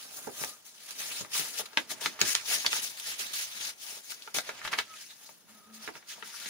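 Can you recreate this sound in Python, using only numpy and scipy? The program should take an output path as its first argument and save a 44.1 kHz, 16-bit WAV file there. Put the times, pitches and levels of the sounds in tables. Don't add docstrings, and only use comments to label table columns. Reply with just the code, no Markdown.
import sys
import numpy as np
from scipy import signal
from scipy.fft import rfft, irfft
from scipy.io import wavfile
from scipy.ndimage import uniform_filter1d

SR = 44100
rng = np.random.default_rng(int(sys.argv[2]) if len(sys.argv) > 2 else 0)


def wav_out(sig):
    wavfile.write(sys.argv[1], SR, np.round(np.clip(np.atleast_2d(sig).T, -1, 1) * 32767).astype(np.int16))


N = 286208

# pitch_hz, level_db (per Hz)
HISS_COLOUR = [(18, -10), (60, -4), (200, 8), (384, 8), (1280, 3), (2500, -3), (6210, 0.6), (8080, -6),
               (9970, -1.1), (16000, 3)]
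HISS_DB = -65
# pitch_hz, t60_s
ROOM_DECAY = [(200, 0.16), (1000, 0.085), (4000, 0.091), (12000, 0.074)]
# pitch_hz, level_db
MICROPHONE_COLOUR = [(30, -14), (65, -11), (110, -2), (6600, 0), (8000, -8), (10300, -1), (12000, -4),
                     (13800, -8), (14600, 1), (16000, 2)]
BAND_LIMIT_HZ = 15700
# time_s, left_delay_samples (negative = left hears it first)
HAND_PLACE = [(0, 5.5), (1.4, 4), (1.7, 3.5), (2.2, -3), (2.7, -8.5), (3.2, -10), (3.8, -9), (4.25, -6.5),
              (4.7, -0.5), (5.2, 3), (5.8, 3), (6.49, 0)]
# pitch_hz, likeness (0 to 1)
SIDE_LIKENESS = [(100, 0.51), (1000, 0.74), (3000, 0.22), (6000, 0.13), (12000, 0.11)]
# pitch_hz, left_over_right_db
SIDE_BALANCE = [(60, -36), (125, -11), (250, -16), (1000, -1.5), (4000, 2.5), (12000, 7.5)]
# start_s, length_s, pitch_hz, glide_hz_per_s, level_db,
# waver_share (of the pitch), fading_share (of the length)
SQUEAKS = [(.34, .23, 1245, 5, -60, .039, .3), (4.855, .115, 1335, -800, -51, .0035, .95),
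           (5.475, .14, 222, -40, -62, .01, .9), (5.64, .22, 218, 21, -55.5, .014, .6),
           (5.52, .35, 1255, 5, -66, .031, .3), (5.35, .4, 10080, 1.5, -72, .0004, .8)]
# start_s, level_db, centre_hz,
# width_octaves (7 dB down this far from the centre), rise_ms, t60_s (of the main fall),
# left_over_right_db, thud_db (relative to the crack)
SNAPS = [(0.27, -35.5, 372, 1.35, 2.1, 0.08, -8, -8), (0.41, -44, 195, 1.8, 4.9, 0.046, -12, -18),
         (0.437, -23, 1010, 1.1, 0.96, 0.008, 9, -45), (0.445, -27.5, 5840, 1.3, 1.6, 0.012, -5, -35),
         (0.906, -31.5, 5700, 2.1, 1.8, 0.017, -4, -27.5), (1.109, -48.5, 312, 1.6, 2.4, 0.019, -11, -18),
         (1.207, -42, 260, 1.8, 2.2, 0.081, -4, -11), (1.247, -37.5, 1090, 1, 1.5, 0.014, 8, -27),
         (1.351, -28.5, 1780, 1.6, 3.2, 0.016, 0, -38), (1.393, -24, 3880, 2.4, 2.1, 0.015, 6, -19.5),
         (1.593, -38, 520, 1.8, 2.1, 0.11, -1.1, -23), (1.731, -44.5, 2020, 1.5, 1.3, 0.022, 8, -16.5),
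         (1.7718, -12, 1500, 1.4, 1.5, 0.012, 3, -22), (1.913, -42, 573, 2.1, 2.7, 0.033, -3, -6),
         (2.014, -41.5, 590, 0.73, 2.1, 0.059, 0.1, -18), (2.058, -15, 2350, 1.1, 1.93, 0.0077, 2.5, -25),
         (2.189, -35, 1200, 1.3, 2.9, 0.02, -4.5, -25), (2.194, -33, 2500, 2.6, 1.2, 0.008, 3, -40),
         (2.2035, -25, 4760, 2.2, 1.2, 0.006, -2.5, -29), (2.2137, -9, 3900, 1.25, 1.24, 0.0099, 4.5, -23),
         (2.351, -11, 3600, 1.2, 0.87, 0.0087, 0, -48), (2.511, -39, 940, 0.85, 1.1, 0.061, -8, -30),
         (2.569, -45, 665, 0.79, 2.6, 0.039, -7, -13), (2.646, -29.5, 1300, 1.1, 1.15, 0.049, -5, -29),
         (2.662, -13, 3370, 0.95, 2.65, 0.006, 0, -36.5), (2.729, -20, 1360, 1.9, 1.8, 0.015, 0.0, -63),
         (2.764, -24.5, 2340, 3.6, 1.5, 0.017, -3, -56), (2.9985, -25, 6000, 1.5, 0.8, 0.005, 0.1, -60),
         (3.196, -48.5, 705, 1.1, 3.8, 0.033, -12, -17), (3.964, -53.5, 434, 1.6, 6.1, 0.069, -5, -32),
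         (4.119, -35, 1840, 1.4, 1.57, 0.013, -2.5, -31), (4.221, -42, 3850, 0.63, 1.1, 0.021, 8, -42),
         (4.274, -35, 1150, 1.3, 1.9, 0.02, 0, -31.5), (4.36, -38, 780, 1.9, 5.1, 0.05, 0.1, -48),
         (4.384, -21, 1400, 2.1, 1.97, 0.012, 9.5, -71), (4.49, -27, 1150, 0.95, 2.06, 0.024, 0.5, -28),
         (4.615, -33, 1770, 0.57, 1.6, 0.015, 3, -30), (4.648, -31.5, 1600, 1.2, 2.5, 0.037, 4, -51),
         (4.6755, -27, 2100, 0.85, 1.2, 0.018, 5, -30), (4.7285, -26, 1630, 0.83, 2.1, 0.018, -4, -24),
         (4.735, -22, 1530, 1.17, 1.1, 0.021, 1, -34.5), (4.786, -18.5, 2070, 1.3, 2.1, 0.024, 1, -30.5),
         (4.798, -31, 1830, 1.7, 1.2, 0.026, -0.5, -31), (4.937, -44, 2140, 0.84, 2.4, 0.013, 1.5, -31),
         (5.29, -45, 616, 2.3, 1.6, 0.02, 5.5, -25), (5.876, -29.5, 1250, 1.2, 0.6, 0.018, -6, -12),
         (5.887, -34, 700, 1.2, 2.3, 0.016, -9, -35), (5.953, -41, 1130, 1.2, 1.6, 0.011, 0, -9),
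         (6.023, -51, 1600, 0.98, 3.9, 0.021, 8, -30), (6.178, -46, 810, 0.41, 1.8, 0.024, 2, -17),
         (6.224, -32.5, 1450, 0.96, 1.6, 0.021, 5.5, -19), (6.34, -42, 1530, 0.5, 1.9, 0.021, 1, -51),
         (6.457, -33, 2470, 1, 2.7, 0.012, -4, -15)]
# centre_hz, width_octaves (as above), t60_s (of the main fall)
THUD = (260, 1.05, .05)
# time_s, flapping_db, thumping_db
SHEET_STIRRING = [(0.0, -65, -72), (0.36, -57, -70), (0.56, -68, -77), (0.85, -69, -75), (1.17, -56, -71),
                  (1.81, -59, -73), (1.99, -56, -67), (2.62, -53, -70), (2.98, -61, -77), (3.34, -59, -76),
                  (4.19, -69, -79), (4.57, -53, -68), (4.75, -54, -70), (4.99, -70, -77), (5.31, -71, -75),
                  (5.75, -64, -70), (6.02, -67, -75), (6.49, -63, -75)]
# pitch_hz, level_db (per Hz)
FLAP_COLOUR = [(100, -25), (300, -15), (600, 0), (1300, -0.5), (2500, -4.5), (5000, -14), (9000, -18)]
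THUMP_COLOUR = [(30, -20), (60, -14), (110, -3), (200, 1.5), (320, -1.5), (600, -12), (1500, -40)]
THUMP_UNDER_FLAP_DB = -15
# pitch_hz, level_db (per Hz)
SLIDE_COLOUR = [(150, -25), (400, -24), (900, -11), (1600, 6.5), (3000, 9), (5000, 10.5), (9000, 10.5),
                (16000, 1.5)]
# full_strength_s, level_db, rise_s (per 20 dB), hold_s,
# fall_s (per 20 dB), brightness_db_per_octave, left_over_right_db, flapping_db
STROKES = [(0.0, -44.2, 0.494, 0.01, 0.589, 2.0, -3.8, -57.4),
           (0.169, -38.5, 0.081, 0.022, 0.037, 4.8, -3.7, -53.3),
           (0.231, -43.6, 0.095, 0.038, 0.073, 3.8, -3.7, -54.1),
           (0.411, -33.9, 0.118, 0.011, 0.148, 2.7, -2.5, -46.5),
           (0.484, -43.5, 0.023, 0.014, 0.029, -1.1, -3.2, -72.0),
           (0.654, -47.2, 0.01, 0.029, 0.053, 2.0, -2.1, -67.6),
           (0.864, -46.5, 0.283, 0.005, 0.054, -0.0, -1.2, -61.7),
           (0.89, -42.5, 0.028, 0.026, 0.082, -0.5, -3.9, -55.2),
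           (1.005, -34.3, 0.077, 0.015, 0.214, 1.1, -1.7, -49.1),
           (1.122, -35.9, 0.127, 0.094, 0.053, -0.2, -2.5, -55.2),
           (1.343, -28.1, 0.032, 0.05, 0.214, 0.8, -1.6, -47.4),
           (1.42, -45.2, 0.247, 0.014, 0.21, 2.1, 0.2, -52.5),
           (1.588, -32.4, 0.056, 0.02, 0.021, -0.9, 1.0, -50.6),
           (1.657, -42.1, 0.006, 0.006, 0.014, -2.7, -2.3, -57.9),
           (1.772, -36.6, 0.006, 0.007, 0.073, -2.6, -5.4, -41.7),
           (1.798, -49.3, 0.136, 0.009, 0.019, -3.5, 0.2, -51.0),
           (1.909, -31.3, 0.026, 0.006, 0.039, -0.2, 1.0, -47.8),
           (2.012, -34.5, 0.009, 0.058, 0.037, -1.1, 1.0, -48.5),
           (2.1, -44.4, 0.3, 0.011, 0.123, -1.8, -4.0, -58.1),
           (2.21, -33.2, 0.022, 0.052, 0.026, -2.9, -4.2, -43.4),
           (2.273, -27.4, 0.035, 0.058, 0.022, 0.0, 0.1, -46.2),
           (2.349, -32.1, 0.01, 0.004, 0.117, -3.0, -5.7, -50.7),
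           (2.5, -29.1, 0.073, 0.01, 0.317, -0.6, -0.9, -48.0),
           (2.536, -26.1, 0.082, 0.021, 0.033, -0.8, -0.6, -46.1),
           (2.662, -31.8, 0.012, 0.004, 0.033, -4.5, 0.6, -40.4),
           (2.731, -29.8, 0.073, 0.049, 0.067, -1.8, -1.8, -46.6),
           (2.822, -33.5, 0.01, 0.03, 0.145, 0.4, -0.3, -53.7),
           (3.0, -40.8, 0.131, 0.018, 0.169, -1.4, -0.6, -60.2),
           (3.07, -33.5, 0.055, 0.028, 0.141, -1.1, -2.1, -53.1),
           (3.194, -31.7, 0.024, 0.026, 0.08, -0.4, -4.5, -50.9),
           (3.241, -39.9, 0.049, 0.032, 0.319, -1.8, -4.0, -54.9),
           (3.337, -32.7, 0.017, 0.102, 0.038, -0.2, -3.2, -57.2),
           (3.443, -42.2, 0.291, 0.022, 0.243, -1.4, -3.4, -59.6),
           (3.577, -39.6, 0.164, 0.006, 0.086, -1.1, -0.1, -57.1),
           (3.612, -35.6, 0.022, 0.079, 0.054, -1.8, -0.2, -51.9),
           (3.834, -40.6, 0.078, 0.079, 0.055, 1.6, 0.4, -57.4),
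           (3.9, -41.8, 0.102, 0.072, 0.088, 1.2, -1.6, -55.8),
           (4.044, -48.4, 0.034, 0.025, 0.025, 1.9, 0.1, -72.0),
           (4.105, -36.2, 0.042, 0.016, 0.051, 1.8, -0.5, -54.3),
           (4.225, -50.1, 0.422, 0.056, 0.126, -1.1, -1.3, -63.5),
           (4.344, -30.5, 0.004, 0.04, 0.042, 0.8, -0.6, -44.3),
           (4.458, -47.5, 0.01, 0.01, 0.148, -3.2, -3.4, -72.0),
           (4.492, -42.6, 0.151, 0.008, 0.061, -2.7, -3.6, -49.5),
           (4.577, -48.1, 0.117, 0.009, 0.334, -4.1, -3.6, -72.0),
           (4.65, -39.6, 0.027, 0.029, 0.03, -5.0, -2.6, -47.6),
           (4.721, -40.0, 0.017, 0.012, 0.082, -3.5, -2.5, -40.8),
           (4.788, -36.1, 0.03, 0.003, 0.053, -3.1, -3.2, -42.3),
           (4.91, -50.1, 0.217, 0.039, 0.098, -1.3, -3.4, -61.1),
           (4.986, -43.9, 0.059, 0.028, 0.127, 0.0, -1.4, -64.2),
           (5.092, -50.9, 0.074, 0.04, 0.047, -1.5, -0.6, -67.0),
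           (5.241, -48.3, 0.239, 0.012, 0.253, 2.2, -1.5, -63.3),
           (5.493, -54.7, 0.046, 0.012, 0.441, 1.4, -3.0, -61.9),
           (5.747, -47.5, 0.04, 0.022, 0.072, 0.8, -2.4, -62.9),
           (5.835, -45.2, 0.058, 0.046, 0.054, -1.4, -3.4, -54.5),
           (5.962, -47.8, 0.07, 0.005, 0.072, -2.1, -3.0, -52.5),
           (6.091, -40.2, 0.028, 0.04, 0.045, -0.7, -3.2, -63.2),
           (6.174, -54.1, 0.062, 0.028, 0.027, -0.0, -4.4, -54.5),
           (6.247, -46.5, 0.01, 0.059, 0.045, -0.1, -1.6, -60.5),
           (6.34, -45.1, 0.022, 0.063, 0.019, -1.8, 0.3, -72.0),
           (6.463, -40.6, 0.368, 0.017, 0.156, -1.8, 1.0, -56.5)]


def gain_of(db):
    return 10 ** (np.asarray(db) / 20)


def evened(x):
    return x / np.sqrt(np.mean(x ** 2) + 1e-20)


def read(points, hz):
    f, value = np.transpose(points)
    return np.interp(np.log(hz + 1), np.log(f + 1), value)


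def curve(rows, column, t):
    columns = np.transpose(rows)
    return np.interp(t, columns[0], columns[column])


def painted(x, colour):
    return irfft(rfft(x) * gain_of(read(colour, np.fft.rfftfreq(N, 1 / SR))), N)


def add(mix, s, sound):
    part = mix[..., round(s * SR):][..., :sound.shape[-1]]
    part += sound[..., :part.shape[-1]]


def drift(shape, size):
    x = rng.standard_normal(shape)
    for axis, n in enumerate(size):
        for _ in range(2):
            x = uniform_filter1d(x, n, axis=axis)
    return evened(x)


def hiss():
    return gain_of(HISS_DB) * evened(painted(rng.standard_normal((2, N)), HISS_COLOUR))


def room(x):
    taps = np.zeros((2, SR // 2))
    at = np.arange(100, SR // 2 - 20, 20)
    at = at + rng.integers(0, 20, (2, len(at)))
    np.put_along_axis(taps, at, rng.choice([-1., 1.], at.shape), 1)
    hz, t, z = signal.stft(taps, SR, nperseg=256)
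    decay = gain_of(-60 * t / read(ROOM_DECAY, hz)[:, None])
    tail = signal.istft(z * decay, SR, nperseg=256)[1]
    tail /= np.linalg.norm(tail[0])
    return signal.fftconvolve(x.mean(0)[None], tail, axes=1)[:, :N]


def squeaks():
    out = np.zeros(N)
    for s, length, hz, glide, db, waver, fading in SQUEAKS:
        t = np.arange(0, length, 1 / SR)
        pitch = (hz + glide * t) * (1 + waver * drift(N, size=[200])[:len(t)])
        tone = np.sin(2 * np.pi * np.cumsum(pitch) / SR)
        tone *= signal.windows.tukey(len(t), np.clip(fading, 0, 1))
        level = gain_of(db + 1.65 * drift(N, size=[400])[:len(t)])
        add(out, s, np.sqrt(2) * level * tone)
    return out


def burst(noise, hz, width, rise_ms, t60):
    t = np.arange(4096) / SR
    octave = np.log2(np.fft.rfftfreq(4096, 1 / SR) + 1)
    band = gain_of(-7 * ((octave - np.log2(hz)) / width) ** 2)
    pair = [noise[0], 0.51 * noise[0] + 0.95 * noise[1]]
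    x = irfft(rfft(pair) * band)
    x /= np.sqrt(uniform_filter1d(x ** 2, size=250))
    after = np.maximum(t - rise_ms / 1000, 0)
    x *= np.minimum(1000 * t / rise_ms, 1) ** 2
    fall, rattle = gain_of(-60 * after / t60), 0.04 * gain_of(-15 * after / t60)
    return x * (fall + rattle)


def snaps():
    out = np.zeros((2, N + 99))
    thud_hz, thud_width, thud_t60 = THUD
    noises = rng.standard_normal((len(SNAPS), 2, 4096))
    for (s, db, hz, width, rise_ms, t60, pan_db, thud_db), noise in zip(SNAPS, noises):
        thud = burst(noise, thud_hz, thud_width, 4.97, thud_t60)
        sound = burst(noise, hz, width, rise_ms, t60) + gain_of(thud_db) * thud
        left_delay_s = curve(HAND_PLACE, 1, s) / SR
        add(out[0], s + left_delay_s, sound[0] * gain_of(db + pan_db / 2))
        add(out[1], s, sound[1] * gain_of(db - pan_db / 2))
    return out[:, :N]


def grit(level, grains_db, flicker_db, ticks_db):
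    grains = grains_db * drift(N, size=[12]) + flicker_db * drift(N, size=[300])
    tick_level = gain_of(2.75 * np.minimum(rng.exponential(1, N), 4) + ticks_db)
    ticks = tick_level * (rng.random(N) < 60 / SR)
    ticks = signal.lfilter([1], [1, -np.exp(-1 / (0.0004 * SR))], ticks)
    return level * evened(gain_of(grains) + ticks) * rng.standard_normal((2, N))


def heard(pair, spectrum, patchy_db, size, tilt=0):
    hz, t, (a, b) = signal.stft(pair, SR, nperseg=size, noverlap=3 * size // 4)
    tilt_now = np.interp(t, np.arange(N) / SR, tilt + np.zeros(N))
    tilting = np.outer(np.log2((hz + 99) / 6000), tilt_now)
    colour = gain_of(read(spectrum, hz)[:, None] + tilting)
    colour /= np.sqrt(np.mean(colour ** 2, 0))
    colour = colour * gain_of(patchy_db * drift(a.shape, size=[4, 12]))
    same = np.clip(read(SIDE_LIKENESS, hz), 0, 1)[:, None]
    late = np.exp(-2j * np.pi * np.outer(hz, curve(HAND_PLACE, 1, t)) / SR)
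    lean = gain_of(read(SIDE_BALANCE, hz)[:, None] / 2)
    left = a * late * lean
    right = (same * a + np.sqrt(1 - same ** 2) * b) / lean
    z = np.array([left, right]) * colour
    return signal.istft(z, SR, nperseg=size, noverlap=3 * size // 4)[1][:, :N]


def flapping(stroke):
    t = np.arange(N) / SR
    flap_level = np.hypot(gain_of(curve(SHEET_STIRRING, 1, t)), stroke)
    thump_level = np.hypot(gain_of(curve(SHEET_STIRRING, 2, t)), gain_of(THUMP_UNDER_FLAP_DB) * stroke)
    flap = grit(flap_level, grains_db=-0.5, flicker_db=1.5, ticks_db=-17)
    thump = grit(thump_level, grains_db=0.7, flicker_db=3, ticks_db=-30)
    flap = heard(flap, FLAP_COLOUR, patchy_db=1.5, size=512)
    return flap + heard(thump, THUMP_COLOUR, patchy_db=1.5, size=1024)


def strokes():
    s, db, rise, hold, fall, bright, pan_db, flap_db = np.transpose(STROKES)[:, :, None]
    t = np.arange(N) / SR
    before, after = np.maximum(s - t, 0), np.maximum(t - s - abs(hold), 0)
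    shape = gain_of(-20 * (before / rise + after / fall)) ** 2
    power = shape * gain_of(db) ** 2 + 1e-20
    left, right = (power * gain_of(pan_db)).sum(0), (power / gain_of(pan_db)).sum(0)
    brightness = (power * bright).sum(0) / power.sum(0)
    flap = np.sqrt((shape * gain_of(flap_db) ** 2).sum(0))
    return np.sqrt([left, right]), brightness, flap


def sliding(level, brightness):
    fibres = grit(1, grains_db=-0.5, flicker_db=1.2, ticks_db=-9)
    return level * heard(fibres, SLIDE_COLOUR, patchy_db=2.0, size=256, tilt=brightness)


def scene():
    slide, brightness, flap = strokes()
    rustle = sliding(slide, brightness) + flapping(flap) + squeaks()
    cracks = snaps()
    echoes = room(gain_of(-9) * rustle + gain_of(-2) * cracks)
    return rustle + cracks + echoes + hiss()


def record(dry):
    coloured = painted(dry, MICROPHONE_COLOUR)
    lowpass = signal.firwin(255, BAND_LIMIT_HZ, window=("kaiser", 9), fs=SR)
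    return signal.oaconvolve(coloured, lowpass[None], "same")


dry = scene()
out = record(dry)
wav_out(out)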